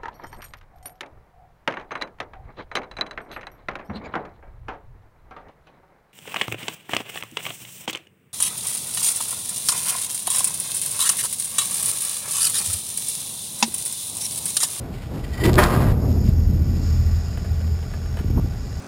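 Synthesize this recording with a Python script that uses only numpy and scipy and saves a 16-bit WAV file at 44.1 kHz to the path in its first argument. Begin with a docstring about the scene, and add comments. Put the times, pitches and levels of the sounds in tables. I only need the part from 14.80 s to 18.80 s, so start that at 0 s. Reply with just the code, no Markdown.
"""A hooklift truck lets go of a steel dumpster and drives off across a gravel yard.
As the diesel speeds up, the hook squeaks and grinds along the lifting bar by stick-slip friction.
At 0.8 s it slips with a loud clank, amid dry digital ticks of the recorder, and the empty box booms on.
The truck drones and hisses away, its chassis knocks, and near 3.6 s a gust bumps the microphone
of a small camera, whose low sampling rate mirrors the sound into the treble."""
import sys
import numpy as np
from scipy import signal
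from scipy.fft import rfft, irfft
from scipy.io import wavfile
from scipy.ndimage import uniform_filter1d

SR = 44100
rng = np.random.default_rng(int(sys.argv[2]) if len(sys.argv) > 2 else 0)


def output_pcm(signal):
    """Save a mono or channel-first signal as 16-bit PCM at the path in sys.argv[1].

    Samples are clipped to [-1, 1] before scaling.
    """
    pcm = np.clip(np.atleast_2d(signal).T, -1, 1) * 32767
    wavfile.write(sys.argv[1], SR, np.round(pcm).astype(np.int16))


N = 176400
T = np.arange(N) / SR
BIN_HZ = np.arange(N // 2 + 1) * SR / N

# modes of the steel bar and box: pitch_hz, level_db, t60_s
STEEL_MODES = [(115.4, -5, 0.76), (342.4, -8.5, 0.31), (370, -3.5, 0.17), (602, -6.5, 0.32),
               (725, -24, 0.81), (970, -8.5, 0.4), (1058, -8, 0.62), (1207, 1.5, 0.093), (1431, -12, 0.39),
               (1622, -5.5, 0.18), (1790, 1.5, 0.071), (1923, -2, 0.11), (2258, -3, 0.042),
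               (2480, -12.5, 0.087), (3190, -17, 0.32), (3400, -17, 0.14)]
# spectrum of the steel's dense upper modes: frequency_hz, level_db
CRASH_SPECTRUM = [(100, -41), (350, 5.5), (800, 4.5), (1200, 1.5), (1900, -3.5), (2300, -8), (3500, -14),
                  (5500, -13.5)]
# blows of the hook: start_s, level_db
HOOK_BLOWS = [(0.655, -41), (.779, -22), (.7825, -17), (.789, -19), (0.8, -40), (.832, -25)]
# spectrum of small impacts, of gravel and on the chassis: frequency_hz, level_db
IMPACT_SPECTRUM = [(200, -42), (500, 10), (1000, -7), (1700, -2), (2700, -11), (4000, -13), (6000, -12.5)]


def from_db(db):
    """Decibels to amplitude ratio."""
    return 10 ** (np.asarray(db) / 20)


def rms_one(x):
    """Normalisation to unit rms."""
    return x / np.sqrt(np.mean(x ** 2) + 1e-20)


def in_time(rows):
    """Linear interpolation of (time_s, value) rows."""
    return np.interp(T, *np.transpose(rows))


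def colour(x, spectrum):
    """Spectral shaping by (frequency_hz, level_db) rows on a logarithmic frequency axis; rms 1."""
    hz, db = np.transpose(spectrum)
    gain = from_db(np.interp(np.log(BIN_HZ + 1), np.log(hz), db))
    return rms_one(irfft(rfft(x) * gain, N))


def noise(spectrum):
    """Gaussian noise with a given spectrum; rms 1."""
    return colour(rng.standard_normal(N), spectrum)


def even(x, span_s):
    """Division by the running rms takes the slow swings out of a random signal."""
    power = np.abs(uniform_filter1d(x * x, int(span_s * SR)))
    return x / np.sqrt(power + 1e-9)


def grains(per_s, spread_db):
    """A Poisson train of impulses of uneven size and random sign."""
    sizes = from_db(spread_db * np.minimum(rng.exponential(1, N), 3)) * rng.choice([-1, 1], N)
    return sizes * (rng.random(N) < per_s / SR)


def ring(x, hz, t60_s):
    """A damped resonator: a unit impulse starts a decaying sine of height 1."""
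    r, w = from_db(-60 / (t60_s * SR)), 2 * np.pi * hz / SR
    return signal.lfilter([0, np.sin(w)], [1, -2 * r * np.cos(w), r * r], x + 1e-18)


def clicks(rows):
    """One impulse for each (start_s, level_db) row."""
    out = np.zeros(N)
    for start_s, db in rows:
        out[int(start_s * SR)] += from_db(db)
    return out


def decays(rows, decay_s):
    """An envelope that jumps at each (start_s, level_db) row and decays exponentially."""
    return signal.lfilter([1], [1, -np.exp(-1 / (decay_s * SR))], clicks(rows))


def swell(centre_s, length_s, db):
    """A Gaussian envelope."""
    return from_db(db) * np.exp(-(2 * (T - centre_s) / length_s) ** 2)


def whistle(hz, width_hz):
    """A random walk of phase broadens a sine into a spectral line of the given width; rms 1."""
    wander = np.cumsum(rng.standard_normal(N)) * np.sqrt(2 * np.pi * width_hz / SR)
    return np.sqrt(2) * np.sin(2 * np.pi * np.cumsum(hz + np.zeros(N)) / SR + wander)


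def singing(modes):
    """Self-sustained oscillation: friction keeps several modes sounding together."""
    return sum(from_db(db) * whistle(hz, width_hz) for hz, width_hz, db in modes)


def panels(x, decay_s=0.012, ring_db=-1):
    """Convolution with the short, dense impulse response of the truck's metalwork; rms 1."""
    t = T[:SR // 4]
    response = rng.standard_normal(len(t)) * np.exp(-t / decay_s)
    return rms_one(x + from_db(ring_db) * rms_one(signal.fftconvolve(x, response)[:N]))


def wind():
    """Turbulent pressure on the microphone: gusts of low noise and single push-pull pulses."""
    # pressure pulses: centre_s, level_db, width_s
    thuds = [(1.122, -8.5, 0.0025), (1.491, -5.5, 0.0014), (3.410, -18, 0.001), (3.446, -20, 0.0008),
             (3.504, -16, 0.00084), (3.573, -14, .0011), (3.579, -22, 0.00043), (3.593, -15.5, 0.0011),
             (3.596, -23.5, 0.0003), (3.646, -20, 0.00085)]
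    # gusts: centre_s, length_s, level_db
    gusts = [(3.567, 0.27, -30.5), (3.581, 0.025, -23), (3.873, 0.083, -37.5)]
    # gust spectrum: frequency_hz, level_db
    spectrum = [(40, -14), (120, 5), (220, 2.5), (350, -10), (600, -23), (1200, -29), (3000, -65)]
    out = even(noise(spectrum), span_s=0.0194) * sum(swell(*gust) for gust in gusts)
    for centre_s, db, width_s in thuds:
        u = (T - centre_s) / width_s
        out += from_db(db) * u * np.exp((1 - u * u) / 2)
    return out


def recorder_ticks():
    """Sharp, dry digital ticks of the recorder around the clank: so brief a pulse is broadband."""
    # digital ticks: start_s, level_db
    ticks = [(.732, -10), (.7412, -10), (.7558, -9), (.7696, -27), (.8374, -4), (.8401, -4), (.8504, -21)]
    highpass = signal.butter(2, 1500, "high", fs=SR, output="sos")
    return signal.sosfilt(highpass, ring(clicks(ticks), hz=4600, t60_s=0.0013))


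def rumble():
    """Low-frequency random pressure from truck and wind."""
    # rumble envelope: time_s, level_db
    level = [(0, -34), (.5, -31), (.68, -26), (.8, -20), (.92, -23), (1.1, -19.5), (1.2, -24), (1.48, -21),
             (1.65, -19.5), (2.2, -24.5), (2.6, -26), (3.1, -30.5), (3.35, -27.5), (3.58, -19),
             (3.72, -26.5), (4, -30.5)]
    # rumble spectrum: frequency_hz, level_db
    spectrum = [(15, -40), (27, -22), (40, 0.5), (52, -8), (68, -2), (95, -6), (130, -8.5), (200, -17.5),
                (400, -39.5), (900, -76)]
    return from_db(in_time(level)) * even(noise(spectrum), span_s=0.079)


def engine_cycle(throb_depth=0.21):
    """Phase is the integral of frequency: the running count of firings, and a gain pulsing with it."""
    # engine speed: time_s, firing_rate_hz
    firing_rate = [(0, 68), (.6, 75), (1.1, 77), (1.35, 81.5), (2.4, 81.2), (3, 80.5), (4, 81.5)]
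    firings = np.cumsum(in_time(firing_rate)) / SR
    return firings, 1 + throb_depth * np.cos(2 * np.pi * firings)


def turbo():
    """The turbocharger radiates one thin, wavering spectral line."""
    # whistle contour: time_s, pitch_hz, level_db
    contour = [(1.1, 5380, -80), (1.25, 5400, -51), (1.45, 5300, -67), (1.58, 5500, -55),
               (1.851, 5255, -58), (2.1, 5450, -51), (2.43, 5030, -55), (2.85, 5180, -59.5),
               (3.25, 5430, -53), (3.6, 5500, -56.5), (3.95, 5590, -59)]
    time_s, hz, db = np.transpose(contour)
    return from_db(np.interp(T, time_s, db)) * whistle(np.interp(T, time_s, hz), width_hz=39)


def air_hiss(throb):
    """Flow noise, amplitude-modulated by the firings and coloured by the panels."""
    # hiss envelope: time_s, level_db
    level = [(0, -65), (.5, -49), (1.17, -50.5), (1.3, -43), (1.47, -40), (1.56, -45), (1.8, -46.5),
             (2.08, -36.5), (2.28, -40.5), (2.45, -40), (2.7, -43), (3.25, -45), (3.65, -48), (4, -39)]
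    # hiss spectrum: frequency_hz, level_db
    spectrum = [(500, -6), (1500, -4), (3000, -10.5), (4000, -11), (4700, 1), (5300, 5), (6000, -1.5)]
    return from_db(in_time(level)) * panels(noise(spectrum) * throb)


def clatter_and_gravel(throb):
    """Engine noise modulated at the firing rate, with random impacts of gravel under the tyres."""
    # envelope of both: time_s, level_db
    level = [(0, -45), (.25, -43.5), (.36, -45.5), (.5, -39.5), (1.15, -46), (1.45, -45.5), (1.65, -44.5),
             (2.05, -41), (2.5, -41), (3.3, -41.5), (3.75, -41.5), (4, -42)]
    # clatter spectrum: frequency_hz, level_db
    spectrum = [(60, 6), (200, 0), (400, 2.5), (600, -4.5), (1000, -6), (1700, -10.5), (2500, -13.5),
                (4000, -16.5), (6000, -17)]
    clatter = panels(noise(spectrum) * throb)
    gravel = from_db(-9) * colour(grains(per_s=160, spread_db=3.5), IMPACT_SPECTRUM)
    return from_db(in_time(level)) * (clatter + gravel)


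def exhaust(firings):
    """A periodic source: the drone consists of harmonics of the engine's cycle of six firings."""
    # drone envelope: time_s, level_db
    level = [(0, -55), (.5, -33.5), (.7, -20), (.9, -26), (1.2, -24.5), (1.35, -19), (1.75, -18),
             (1.95, -27), (2.2, -16.5), (2.4, -19), (2.57, -41.5), (2.72, -20.5), (2.95, -20),
             (3.08, -35.5), (3.25, -28.5), (3.6, -21.5), (3.75, -37), (4, -30.5)]
    # exhaust partials: harmonic_number, level_db
    partials = [(3, -12), (5, -7.5), (6, 1.5), (9, -13), (12, -32), (15, -22)]
    drone = sum(from_db(db) * np.sin(2 * np.pi * (k * firings / 6 + rng.random())) for k, db in partials)
    return from_db(in_time(level)) * rms_one(drone)


def chassis_knocks():
    """Impulse excitation: loose parts tap the chassis, ringing its modes with a puff of noise."""
    # taps: start_s, level_db
    taps = [(1.092, -34.5), (2.573, -35.5), (2.648, -42), (2.81, -40), (3.027, -40), (3.135, -36),
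            (3.256, -42), (3.37, -31), (3.389, -35)]
    # chassis modes: pitch_hz, level_db, t60_s
    modes = [(676, 3, 0.064), (954, 0, 0.05), (1200, -5, 0.12), (1555, -2, 0.08), (1708, 0.5, 0.067),
             (2590, -5, 0.043), (3000, -5.5, 0.067)]
    ringing = np.zeros(N)
    for k, (hz, db, t60_s) in enumerate(modes):
        force = clicks([(start_s, tap_db + rng.normal(0, 1.5)) for start_s, tap_db in taps])
        ringing += (-1) ** k * from_db(db) * ring(force, hz, t60_s)
    puffs = decays(taps, decay_s=0.011) * noise(IMPACT_SPECTRUM)
    return from_db(-6) * ringing + from_db(-0.5) * puffs


def hook_squeaks():
    """Friction under the shifting load gives short rasping squeals and toneless scuffs."""
    # hook modes: pitch_hz, width_hz, level_db
    modes = [(1947, 35, 0), (2280, 120, -15), (3090, 90, -10.5), (3620, 63, -14.5), (4580, 34, -11.5),
             (4950, 48, -12.5)]
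    # rasp spectrum: frequency_hz, level_db
    spectrum = [(800, -27), (2000, -1), (2900, -3.5), (3700, -5.5), (4700, -6), (6000, -9)]
    # squeaks: centre_s, length_s, tone_db, rasp_db
    squeaks = [(0.447, 0.017, -41.5, -42), (0.544, .032, -41, -41), (0.58, 0.016, -39.5, -46),
               (0.614, 0.031, -34, -42), (.640, 0.008, -24.5, -32), (0.656, 0.021, -32, -22),
               (0.683, 0.038, -34, -34)]
    # scuffs of hook and lifting gear: centre_s, length_s, level_db
    scuffs = [(0.156, 0.081, -44.5), (0.244, 0.077, -45.5), (0.373, 0.066, -44.5), (1.303, 0.046, -46.5),
              (1.476, .06, -43)]
    tone = singing(modes)
    rasp = colour(grains(per_s=2200, spread_db=4.5), spectrum)
    squeals = sum(swell(centre_s, length_s, tone_db) * tone + swell(centre_s, length_s, rasp_db) * rasp
                  for centre_s, length_s, tone_db, rasp_db in squeaks)
    return squeals + rasp * sum(swell(*scuff) for scuff in scuffs)


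def hook_grind(clear_s=1.124, release_s=0.006):
    """Stick-slip impulses drive the steel's modes, more damped here, until the hook comes clear."""
    # grinding envelope: time_s, level_db
    level = [(.3, -71), (.52, -57), (.6, -37), (.63, -41), (.655, -27), (.675, -57), (.695, -24),
             (.72, -54), (.77, -33), (.8, -17), (.85, -20.5), (.89, -27), (.94, -23.5), (.98, -30),
             (1.02, -26.5), (1.06, -30.5), (1.12, -33.5)]
    slips = grains(per_s=1600, spread_db=1)
    ringing = sum((-1) ** k * from_db(db) * ring(slips, hz, 0.4 * t60_s)
                  for k, (hz, db, t60_s) in enumerate(STEEL_MODES))
    ringing = rms_one(signal.sosfilt(signal.butter(2, 1200, fs=SR, output="sos"), ringing))
    grit = colour(slips, CRASH_SPECTRUM)
    contact = np.exp(-np.maximum(T - clear_s, 0) / release_s)
    return contact * from_db(in_time(level)) * (from_db(-6.5) * ringing + from_db(-0.5) * grit)


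def box_groan():
    """Friction of the dragging hook sustains the lowest modes of the box walls."""
    # groans: centre_s, length_s, level_db
    groans = [(0.666, 0.084, -16.5), (0.78, 0.1, -17.5), (0.95, 0.1, -27)]
    # wall modes: pitch_hz, width_hz, level_db
    modes = [(111.5, 9.1, -0.5), (324.7, 38, -6.5), (368.5, 21.9, -5.5), (614, 10, -28)]
    return sum(swell(*groan) for groan in groans) * singing(modes)


def box_boom(pivot_hz=205, dulling_db_per_octave_s=7.5):
    """Overlapping wall modes merge into noise; damping rises with frequency, so the boom dulls."""
    # boom envelope: time_s, level_db
    level = [(0, -33), (.26, -40.5), (.36, -27.5), (.45, -38), (.56, -36.5), (.62, -26.5), (.66, -18.5),
             (.74, -22.5), (.8, -21.5), (.9, -22.5), (1.08, -18), (1.15, -26), (1.25, -20), (1.48, -26),
             (1.65, -27), (2, -27), (2.3, -41), (3, -41), (4, -61)]
    # wall spectrum: frequency_hz, level_db
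    spectrum = [(60, -44), (105, 10), (150, 2.5), (240, 2), (350, -5), (480, -8), (650, -10.5),
                (900, -15.5), (1500, -24.5), (3000, -34)]
    walls = rfft(even(noise(spectrum), span_s=0.044))
    since_clank_s = np.clip(T - HOOK_BLOWS[-1][0], 0, 1.2)
    octave = np.clip(np.log2((BIN_HZ + 1) / pivot_hz), 0, 4)
    out = np.zeros(N)
    for k in range(5):
        band = irfft(walls * np.maximum(1 - abs(octave - k), 0), N)
        out += band * from_db(-dulling_db_per_octave_s * k * since_clank_s)
    return from_db(in_time(level)) * out


def clank():
    """Energy summation: rapid blows feed the steel's modes, each with a short crash of dense ones."""
    squared_blows = [(start_s, 2 * db) for start_s, db in HOOK_BLOWS]  # energy is amplitude squared
    ringing = np.zeros(N)
    for hz, db, t60_s in STEEL_MODES:
        energy = decays(squared_blows, decay_s=t60_s / np.log(1e6))
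        ringing += from_db(db) * np.sqrt(energy) * whistle(hz, width_hz=10.4)
    crash = decays(HOOK_BLOWS, decay_s=0.017) * noise(CRASH_SPECTRUM)
    return from_db(-2) * ringing + from_db(0.5) * crash


def scene():
    """Superposition of truck, box, hook, wind and the recorder's ticks in one channel."""
    firings, throb = engine_cycle()
    truck = exhaust(firings) + clatter_and_gravel(throb) + rumble() + air_hiss(throb) + turbo()
    box = box_boom() + box_groan()
    hook = clank() + hook_grind() + hook_squeaks()
    return (truck + box + hook + chassis_knocks() + wind() + recorder_ticks())[None]


def record(dry, rate_hz=12000, overload=0.88):
    """Sample and hold: the camera samples slowly, clips, and mirrors the spectrum into the treble."""
    anti_alias = signal.butter(20, 5624, fs=SR, output="sos")
    slow = signal.resample(signal.sosfilt(anti_alias, dry), N * rate_hz // SR, axis=-1)
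    clipped = np.clip(slow, -overload, overload)
    held = signal.resample(np.repeat(clipped, 4, axis=-1), N, axis=-1)
    top_cut = signal.ellip(12, 0.1, 90, 15500, fs=SR, output="sos")
    return signal.sosfilt(top_cut, held)


dry = scene()
out = record(dry)
output_pcm(out)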